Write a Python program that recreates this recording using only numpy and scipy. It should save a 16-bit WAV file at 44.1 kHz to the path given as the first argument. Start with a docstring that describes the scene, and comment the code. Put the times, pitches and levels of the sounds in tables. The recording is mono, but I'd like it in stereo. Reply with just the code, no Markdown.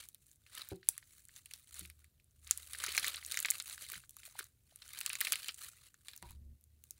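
"""In a quiet room, two hands stretch and fold bubbly slime just above a table, close to a two-port microphone.
Thin films snap brightly and trapped air pockets pop lower: short tones at listed pitches, torn by noise.
A fine crackle of random clicks, rung by films and pockets alike, follows each squeeze of the lump.
Now and then a hand knocks the table and rings its modes; once a nail taps and the table shudders.
A swelling hum, a steady rumble and faint hiss lie behind, made of a wavering sine and shaped noise."""
import sys
import numpy as np
from scipy import signal
from scipy.fft import rfft, irfft, next_fast_len
from scipy.io import wavfile

SR = 44100
rng = np.random.default_rng(int(sys.argv[2]) if len(sys.argv) > 2 else 0)


def gain_from_db(level_db):
    """Turn a decibel level (scalar or array-like) into a linear amplitude factor."""
    decades = np.asarray(level_db, float) / 20
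    return 10 ** decades


def transcribe(u):
    """Save the signal u as a 16-bit wav file named by the first command-line argument.

    u: samples, shape (n,) or (channels, n), limited to [-1, 1]; the rate is SR.
    q: integer samples, one column per channel.
    """
    v = np.clip(np.atleast_2d(u).T, -1, 1)
    q = np.round(v * 32767).astype(np.int16)
    wavfile.write(sys.argv[1], SR, q)


N = 308259   # length in samples

OPPOSITE = np.array([[1], [-1]])   # left and right in opposite sense
TABLE_UNLIKE = 0.4   # share of the table's motion that differs between the ports


def rms_one(x):
    """Scale to rms 1."""
    return x / np.sqrt(np.mean(x ** 2) + 1e-20)


def at_hz(points, hz):
    """Read a spectrum of (Hz, value) points on a log-frequency axis."""
    point_hz, values = np.array(points).T
    return np.interp(np.log(hz), np.log(point_hz), values)


def coloured(x, spectrum):
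    """Shape the last axis by a spectrum of (Hz, gain dB) points."""
    length = x.shape[-1]
    size = next_fast_len(length)
    hz = np.maximum(np.fft.rfftfreq(size, 1 / SR), 1)
    return irfft(rfft(x, size) * gain_from_db(at_hz(spectrum, hz)), size)[..., :length]


def filtered(x, order, hz, kind="low"):
    """Butterworth filter."""
    return signal.sosfilt(signal.butter(order, hz, kind, fs=SR, output="sos"), x)


def drift(rate_hz):
    """Slow random wandering of rms 1: noise at 200 knots a second through a one-pole lowpass."""
    knots = rng.standard_normal(int(N / SR * 200) + 2)
    memory = np.exp(-2 * np.pi * rate_hz / 200)
    slow = rms_one(signal.lfilter([1], [1, -memory], knots))
    return np.interp(np.arange(N) * 200 / SR, np.arange(len(slow)), slow)


def ring(drive, hz, t60_s):
    """A two-pole resonance: a unit click sets a dying sine of starting height 1 ringing."""
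    radius = gain_from_db(-60 / (t60_s * SR))
    angle = 2 * np.pi * min(hz, .45 * SR) / SR
    return signal.lfilter([0, np.sin(angle)], [1, -2 * radius * np.cos(angle), radius ** 2], drive + 1e-18)


def holds(rows, rise_db_per_s, fall_db_per_s):
    """Level in dB of gestures (start s, hold s, dB) that build, hold and die away; their powers add."""
    t = np.arange(0, N + 64, 64) / SR
    power = 1e-20
    for start_s, hold_s, db in rows:
        early = np.maximum(start_s - t, 0)
        late = np.maximum(t - start_s - hold_s, 0)
        power = power + gain_from_db(db - rise_db_per_s * early - fall_db_per_s * late) ** 2
    return np.interp(np.arange(N) / SR, t, 10 * np.log10(power))


def unlike(x):
    """The left-right difference: only the part below 6.6 kHz, in opposite sense; above it both sides stay
    alike."""
    return filtered(x, 6, 6600) * OPPOSITE


def room_tone():
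    """A wavering hum that swells, coloured rumble partly shared by both ports, and faint hiss."""
    # swells of the hum: start_s (of the hold), hold_s, level_db (rms, before the waver)
    swells = [(0.0, 0.032, -80), (1.75, 0.31, -68), (1.85, 0.027, -61.5), (2.45, 0.81, -67.5),
              (6.62, 0.19, -69.5)]
    # colour of the rumble: frequency_hz, gain_db (relative)
    rumble_colour = [(15, -56), (25, -8.5), (60, 6), (124, 3), (165, -7.5), (345, -15.5), (619, -24),
                     (900, -35), (1170, -41.5), (1980, -120)]
    rumble_db, hiss_db, wide_hiss_db = -77.5, -74, -71   # both hiss levels are of the noise before shaping

    hum_hz = 74.5 + 1.5 * drift(14.0)
    waver = gain_from_db(2.0 * drift(4.6))
    hum = np.sqrt(2) * np.sin(2 * np.pi * np.cumsum(hum_hz) / SR) * waver
    hum_db = holds(swells, rise_db_per_s=120, fall_db_per_s=120)

    mid, side = coloured(rng.standard_normal((2, N)), rumble_colour)
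    upper = filtered(mid, 4, [90, 300], "band")
    rumble = (mid + 0.63 * side * OPPOSITE) / np.std(upper)   # the level counts the shared part in 90-300 Hz

    white = rng.standard_normal((2, N))
    bright = coloured(white[0], [(1000, -13.0), (5000, -9.0), (11000, -5.5), (15500, -3.5), (16300, -34.0)])
    wide = unlike(filtered(white[1], 2, 700, "high"))
    return gain_from_db(hum_db) * hum + gain_from_db(rumble_db) * rumble + gain_from_db(hiss_db) * bright + gain_from_db(wide_hiss_db) * wide


def shudder():
    """After the last knock the low table resonances tremble unevenly, driven by the noise of a rough drag."""
    # low resonances of the table: frequency_hz, t60_s, level_db (relative rms)
    peaks = [(42, .25, -8), (70, .3, 0), (114, .3, -8), (185, .12, -22), (229, 2.5, -17), (330, .1, -26),
             (540, .05, -34)]
    shared_and_own = rng.standard_normal((len(peaks), 3, N))
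    drag = shared_and_own[:, :1] + TABLE_UNLIKE * shared_and_own[:, 1:]
    out = sum(gain_from_db(db) * rms_one(ring(x, hz, t60_s)) for (hz, t60_s, db), x in zip(peaks, drag))
    # start s, hold s, rms dB
    level_db = holds([(6.25, 0.281, -55.5)], rise_db_per_s=499.5, fall_db_per_s=499.5)
    return gain_from_db(level_db) * rms_one(out)


def tap():
    """A nail taps something small: a click rings very briefly, and a noise-driven rattle rings on."""
    tap_s, tap_hz, rattle_t60_s = 6.2262, 950, 0.19
    t = np.maximum(np.arange(N) / SR - tap_s, 0)
    fade = gain_from_db(-10 - 60 * t / rattle_t60_s) * (t > 0)
    rattle = rms_one(ring(rng.standard_normal(N), tap_hz, .04)) * fade
    click = 1.0 * (np.arange(N) == round(tap_s * SR))
    return gain_from_db(-43) * (ring(click, tap_hz, .008) + rattle)


def knocks():
    """Fingertip, palm and a slap of skin set the table modes ringing; long contact is dull."""
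    # hand on table: start_s, level_db (of the force), contact_s
    touches = [(0.717, -44, 0.00098), (1.809, -49.5, 0.0041), (3.96, -52.5, 0.0056), (6.223, -55, 0.0033)]
    # modes of the table top: frequency_hz, level_db (relative), t60_s
    modes = [(128, -7.5, 0.14), (178.2, -7, 0.074), (348, -3.5, 0.11), (380, -7.5, 0.23), (490, -6, 0.0501),
             (735, -9.5, 0.04)]
    fingertip_db, palm_late_s = -7, .008   # the fingertip lands before the palm
    slap_db, slap_t60_s = -26.5, 0.13   # noise of the skin
    thud_db = 3   # the force heard directly, beside the modes

    force = np.zeros(N + SR)
    t = np.arange(8192) / SR
    for (start_s, db, contact_s), noise in zip(touches, rng.standard_normal((len(touches), len(t)))):
        hits = gain_from_db(slap_db - 60 * t / slap_t60_s) * noise
        hits[0] += gain_from_db(fingertip_db)
        hits[round(palm_late_s * SR)] -= 1
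        push = np.hanning(max(round(contact_s * SR), 4))
        at = round(start_s * SR)
        force[at:at + len(t)] += gain_from_db(db) * np.convolve(hits, 2 * push / push.sum())[:len(t)]
    force = force[:N]

    out = gain_from_db(thud_db) * force
    for k, (hz, mode_db, t60_s) in enumerate(modes):
        side = 1 + TABLE_UNLIKE * (-1) ** k * OPPOSITE   # modes lean left and right by turns
        out = out + gain_from_db(mode_db) * side * ring(force, hz, t60_s)
    return filtered(out, 3, 60, "high")


def rasps(count, size):
    """Rows of stereo noise, partly different at the ports as bubbles lie all over the lump."""
    mid, side = rng.standard_normal((2, count, 1, size))
    deep = filtered(side, 2, 800)   # the deep part differs most, the treble least
    return mid + 0.37 * unlike(side) + (0.13 * side + deep) * OPPOSITE


def scattered(count, scatter_db):
    """Left and right gains of bubbles at random places."""
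    return gain_from_db(scatter_db * rng.uniform(-0.9, 1, (count, 1, 1)) * OPPOSITE)


def bursts(events, spectrum, cycles, tear_db, tear_t60, after_db, after_t60, scatter_db):
    """Each burst rings briefly at its own pitch, with a wide tearing click and a spray of tiny after-bursts."""
    out = np.zeros((2, N + 2048))
    t = np.arange(1024) / SR
    noise = rms_one(coloured(rasps(count=len(events), size=len(t)), spectrum))
    places = scattered(len(events), scatter_db)
    for (fullest_s, db, hz), spray, place in zip(events, noise, places):
        rise = t * hz / cycles   # 1 where the ring is fullest
        tone = np.sin(2 * np.pi * hz * t) * (rise * np.exp(1 - rise)) ** 2
        tear = gain_from_db(tear_db - 60 * t / tear_t60) * (rise > .5)
        after = gain_from_db(after_db - 60 * t / after_t60) * np.minimum(rise, 1)
        wave = tone + spray * (tear + after)
        at = max(round((fullest_s - cycles / hz) * SR), 0)
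        out[:, at:at + len(t)] += gain_from_db(db) * place * wave / np.max(np.abs(wave))
    return out[:, :N]


def small_bubbles(per_s, uneven_db, clump_db, clump_rate):
    """Small bubbles burst as clicks at random moments, in clumps, few large and many tiny."""
    sizes = gain_from_db(uneven_db * np.minimum(rng.exponential(1, N), 4)) * rng.choice([-1, 1], N)
    chance = per_s * gain_from_db(clump_db * drift(clump_rate)) / SR
    return sizes * (rng.random(N) < chance)


def kneading():
    """Film and pocket crackle levels in dB: every squeeze over the faint tick of the lump left alone."""
    # squeezes and pulls: start_s (of the hold), hold_s, film_crackle_db, pocket_over_film_db
    squeezes = [(0.0, 0.013, -52.5, 1), (0.241, 0.1, -72, -9.5), (0.598, 0.011, -54, 6.5),
                (0.704, 0.0061, -62.5, 6), (0.89, 0.087, -68.5, 2), (1.089, 0.11, -64.5, -6.5),
                (1.371, 0.013, -62, -4), (1.519, 0.07, -63.5, -4), (1.758, 0.074, -54.5, -1),
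                (2.019, 0.0083, -74.5, -0.5), (2.507, 0.096, -58.5, -0.5), (2.674, 0.083, -54, -4.5),
                (2.83, 0.26, -47.5, 3.5), (3.13, 0.036, -57, 7), (3.306, 0.25, -51.5, 0.5),
                (3.679, 0.05, -51.5, -2.5), (3.828, 0.14, -52.5, -1.5), (4.246, 0.02, -56, -1.5),
                (4.402, 0.0035, -56, 3), (4.718, 0.0057, -69.5, -1), (4.849, 0.0068, -62, 1.5),
                (4.942, 0.22, -56.5, 3), (5.242, 0.035, -48, 1.5), (5.277, 0.2, -53, 1),
                (5.647, 0.012, -50, -1.5), (5.729, 0.14, -65.5, -0.5), (6.095, 0.063, -64, -1),
                (6.225, 0.077, -68.5, 2), (6.862, .02, -76, -7), (6.98, .02, -69.5, -1.5)]
    grip_db_per_s, settle_db_per_s = 153, 218.5   # how fast film crackle builds before a hold and dies after
    steeper = 1.37   # pockets need more force, so they build and die faster than films
    resting = [(0, N / SR, -89)]
    film = [(s, hold_s, db) for s, hold_s, db, _ in squeezes] + resting
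    pocket = [(s, hold_s, db + over_db) for s, hold_s, db, over_db in squeezes] + resting
    film_db = holds(film, grip_db_per_s, settle_db_per_s)
    pocket_db = holds(pocket, grip_db_per_s * steeper, settle_db_per_s * steeper)
    return film_db, pocket_db


def crackle(clicks, level_db, spectrum, low_hz, high_hz, t60, tone_db, strength_db, scatter_db):
    """Clicks are dealt to bubbles of thirty sizes, each a dying tone in a rasp, with its own strength."""
    t = np.arange(768) / SR
    dealt = rng.integers(0, 30, N)
    hz = np.geomspace(low_hz, high_hz, 30)[:, None, None]
    shapes = rasps(count=30, size=len(t)) + gain_from_db(tone_db) * np.sin(2 * np.pi * hz * t)
    strengths = strength_db * rng.uniform(0.17, 1, (30, 1, 1))
    shapes *= gain_from_db(-60 * t / t60 + strengths) * scattered(len(shapes), scatter_db)
    out = np.zeros((2, N))
    for k, shape in enumerate(shapes):
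        out += signal.oaconvolve((clicks * (dealt == k))[None], shape, axes=1)[:, :N]
    return gain_from_db(level_db) * rms_one(coloured(out, spectrum))


def slime():
    """Loud single bursts over the fine crackle, whose every bubble sounds both film and pocket."""
    # bursting films: fullest_s, level_db (peak before placing and filtering), ring_hz
    snap_rows = [(0.0876, -31.5, 12900), (0.1465, -36.5, 10600), (0.2669, -45, 9700), (0.315, -43.5, 8000),
                 (0.359, -51, 10300), (0.5517, -30, 9500), (0.582, -28.5, 12000), (0.6884, -29, 14200),
                 (0.759, -44, 9200), (0.8883, -3, 9240), (0.9793, -24.5, 10500), (1.2529, -39, 9500),
                 (1.2857, -40.5, 8000), (1.3626, -34, 6600), (1.4588, -34.5, 9800), (1.5119, -36.5, 8750),
                 (1.5369, -26, 5430), (1.7432, -29.5, 8500), (1.7939, -24, 10700), (1.8582, -35, 10200),
                 (1.9, -36, 13300), (1.993, -50, 14800), (2.044, -44, 10440), (2.2, -58, 12150),
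                 (2.244, -51.5, 10060), (2.31, -57, 6600), (2.3967, -56.5, 9570), (2.4466, -42.5, 6620),
                 (2.475, -33.5, 9400), (2.5106, -4, 7230), (2.5755, -22, 9470), (2.7339, -25, 9900),
                 (2.7867, -26, 9300), (2.8393, -19, 6540), (2.8442, -28, 9300), (2.8641, -19, 5550),
                 (2.9248, -25, 7100), (2.9497, -23.5, 8800), (2.9677, -19.5, 6700), (2.9783, -15.5, 6000),
                 (2.9828, -22, 7900), (2.9967, -22, 10100), (3.0446, -19, 6670), (3.0628, -32.5, 7000),
                 (3.0674, -23.5, 7000), (3.0817, -17, 12500), (3.1419, -30.5, 7940), (3.1594, -27, 9600),
                 (3.2492, -25, 5240), (3.2632, -24.5, 7700), (3.3138, -22.5, 6600), (3.321, -19.5, 8000),
                 (3.3432, -24, 6760), (3.373, -17, 6600), (3.3902, -19, 7300), (3.4024, -16.5, 11500),
                 (3.4282, -20, 10900), (3.4483, -29.5, 6900), (3.4596, -20.5, 7860), (3.5036, -10.5, 8200),
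                 (3.5089, -9.5, 11200), (3.583, -30, 10800), (3.6004, -23.5, 7150), (3.6241, -28.5, 8660),
                 (3.779, -39, 9470), (3.901, -29, 10500), (3.9197, -23, 15700), (4.0941, -34, 9450),
                 (4.108, -38, 9900), (4.1676, -30, 11200), (4.2682, -36, 13900), (4.3899, -25.5, 13300),
                 (4.394, -24.5, 9300), (4.4421, -38.5, 13030), (4.7596, -32.5, 10230), (4.8791, -37, 6800),
                 (4.8912, -33.5, 13200), (4.9335, -28, 15100), (4.9892, -23.5, 10850),
                 (5.006, -23.5, 11100), (5.0122, -21, 15100), (5.0623, -13.5, 9150), (5.0953, -23, 9200),
                 (5.1316, -23.5, 9600), (5.1538, -23, 7500), (5.2062, -18, 9600), (5.2115, -13, 13100),
                 (5.2493, -22, 8100), (5.2706, -27.5, 9000), (5.3221, -10, 10200), (5.3296, -15, 10600),
                 (5.335, -33.5, 10000), (5.3567, -23, 9300), (5.4839, -23.5, 8600), (5.5442, -31.5, 8660),
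                 (5.943, -43, 7200), (6.0842, -34.5, 8200), (6.1631, -32.5, 15400), (6.1767, -34.5, 6360),
                 (6.2259, -32.5, 9450), (6.3077, -37, 13850), (6.318, -46.5, 10900), (6.611, -50.5, 11900),
                 (6.64, -47.5, 10880), (6.8391, -34, 15730), (6.9085, -27, 14380)]
    # collapsing air pockets: fullest_s, level_db (peak before placing and filtering), ring_hz
    pop_rows = [(0.0325, -55, 4220), (0.1467, -48.5, 4000), (0.465, -50.5, 2520), (0.8303, -45, 1840),
                (0.8895, -42.5, 726), (0.9796, -40.5, 1900), (1.0276, -47.5, 1860), (1.2926, -47, 1870),
                (1.3629, -44.5, 3600), (1.4606, -44.5, 2790), (1.5124, -41, 2650), (1.5378, -35.5, 3790),
                (1.8525, -38, 2560), (1.9003, -43, 2240), (2.0446, -51.5, 2100), (2.1991, -56.5, 2450),
                (2.4706, -38.5, 4190), (2.4925, -42, 2340), (2.5107, -25, 4200), (2.7343, -31.5, 4230),
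                (2.7492, -34, 1940), (2.8396, -26, 1530), (2.849, -28.5, 1920), (2.8643, -34.5, 4000),
                (2.8819, -30, 2200), (2.886, -48, 400), (2.8963, -36, 2280), (2.9013, -33.5, 4100),
                (2.9505, -27, 2400), (2.9783, -17, 2260), (3.0449, -22, 2020), (3.0756, -25, 3040),
                (3.082, -28, 4200), (3.1454, -26, 3610), (3.2275, -38, 2130), (3.3142, -26.5, 4600),
                (3.3214, -28, 4050), (3.3438, -30.5, 2130), (3.3734, -21, 2050), (3.3906, -25.5, 4330),
                (3.4487, -19.5, 2350), (3.4551, -21, 1980), (3.4857, -27.5, 2260), (3.5186, -30.5, 2120),
                (3.6011, -28, 4060), (3.7097, -37.5, 3900), (3.7793, -38.5, 1750), (3.918, -36.5, 2150),
                (3.927, -59, 430), (3.937, -35, 1540), (3.956, -35, 1990), (4.038, -48.5, 1520),
                (4.169, -51, 1210), (4.2328, -43, 2150), (4.279, -56, 656), (4.355, -47, 865),
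                (4.3923, -30, 1580), (4.405, -51.5, 400), (4.409, -39, 1430), (4.724, -60, 674),
                (4.8208, -37, 3970), (5.0123, -32, 2700), (5.0627, -26.5, 2670), (5.1015, -24.5, 2600),
                (5.1319, -29, 4220), (5.1542, -29, 2260), (5.2075, -24.5, 3180), (5.2152, -21, 1890),
                (5.2501, -23.5, 4420), (5.271, -24.5, 2370), (5.3222, -20.5, 4410), (5.3353, -22.5, 2900),
                (5.3571, -25.5, 2840), (5.4854, -25.5, 2880), (5.4913, -26.5, 2980), (5.9433, -50, 1690),
                (6.0845, -31, 3780), (6.1345, -41, 3800), (6.2267, -41, 1900), (6.31, -58, 950)]
    # colour of film noise and crackle: frequency_hz, gain_db (relative)
    film_colour = [(1200, -43), (3000, -15.5), (5200, -4), (7000, -1), (10300, 1.5), (12500, -7),
                   (15700, -2.5), (16300, -22)]
    # colour of pocket noise and crackle: frequency_hz, gain_db (relative)
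    pocket_colour = [(300, -22.5), (900, -24.5), (1250, -11), (2060, -6), (3350, -8), (4050, -2),
                     (5200, -1.5), (8000, -39.5)]
    film_scatter_db, pocket_scatter_db = 0.56, 5   # how far bubbles lie to the left or right

    film_db, pocket_db = kneading()
    snaps = bursts(snap_rows, film_colour, cycles=1.3, tear_db=-6, tear_t60=.004,
                   after_db=-24, after_t60=.02, scatter_db=film_scatter_db)
    pops = bursts(pop_rows, pocket_colour, cycles=1.4, tear_db=-13.5, tear_t60=0.011,
                  after_db=-12.0, after_t60=0.06, scatter_db=pocket_scatter_db)
    clicks = small_bubbles(per_s=900.0, uneven_db=4.0, clump_db=3.0, clump_rate=20.0)
    films = crackle(clicks, film_db, film_colour, 5500, 15500, t60=0.015,
                    tone_db=-3, strength_db=4.5, scatter_db=film_scatter_db)
    pockets = crackle(clicks, pocket_db, pocket_colour, 502, 4500, t60=0.022,
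                      tone_db=-1, strength_db=5.5, scatter_db=pocket_scatter_db)
    # bubbles this small send out no bass
    thin = filtered(snaps, 2, 1500, "high")
    loud = filtered(thin + pops, 2, 280, "high")
    return loud + films + pockets


def echoes(x):
    """Scattered reflections as dying noise, partly different at the two ports."""
    # table, then room: level_db, t60_s
    reflections = [(-21, .06), (-24, .25)]
    t = np.arange(round(.4 * SR)) / SR
    shared, own = rng.standard_normal((2, len(t)))
    decay = 0
    for db, t60_s in reflections:
        decay = decay + gain_from_db(db - 60 * t / t60_s) / np.sqrt(t60_s * SR / np.log(1e6))
    late = t > .002   # path by way of the nearest surface
    return signal.fftconvolve(x.mean(axis=0)[None], (shared + unlike(own)) * decay * late, axes=1)[:, :N]


def ports(x):
    """The two microphone ports hear the near source with a level and phase offset that depend on pitch."""
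    # nearly a full turn, most of it between 4 and 7 kHz: frequency_hz, left_lead_rad
    port_phase = [(1000, -.3), (3700, -.4), (4800, -2.3), (5500, -4.3), (6500, -5.6), (7600, -6.1),
                  (11000, -6.2)]
    # frequency_hz, left_minus_right_db
    port_balance = [(500, -2), (2000, -2), (3100, -1), (4200, -3.5), (5500, -0.5), (9000, -0.3)]
    size = next_fast_len(N)
    hz = np.maximum(np.fft.rfftfreq(size, 1 / SR), 1)
    # each port takes half the offset
    half = gain_from_db(at_hz(port_balance, hz) / 2) * np.exp(.5j * at_hz(port_phase, hz))
    return irfft(rfft(x, size) * [half, 1 / half], size)[:, :N]


def scene():
    """Slime, knocks and tap, direct and reflected, over the shudder and the room tone."""
    near = slime() + knocks() + tap()
    return ports(near) + echoes(near) + shudder() + room_tone()


def roll_off(x):
    """The treble ends steeply here."""
    return signal.sosfilt(signal.butter(12, 17150, fs=SR, output="sos"), x)


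def record(dry):
    """A steep lowpass cuts the top, with 50 dB of rejection from 17.2 kHz up."""
    dull = signal.sosfilt(signal.cheby2(10, 50, 17200, fs=SR, output="sos"), dry)
    return roll_off(dull)


dry = scene()
out = record(dry)
transcribe(out)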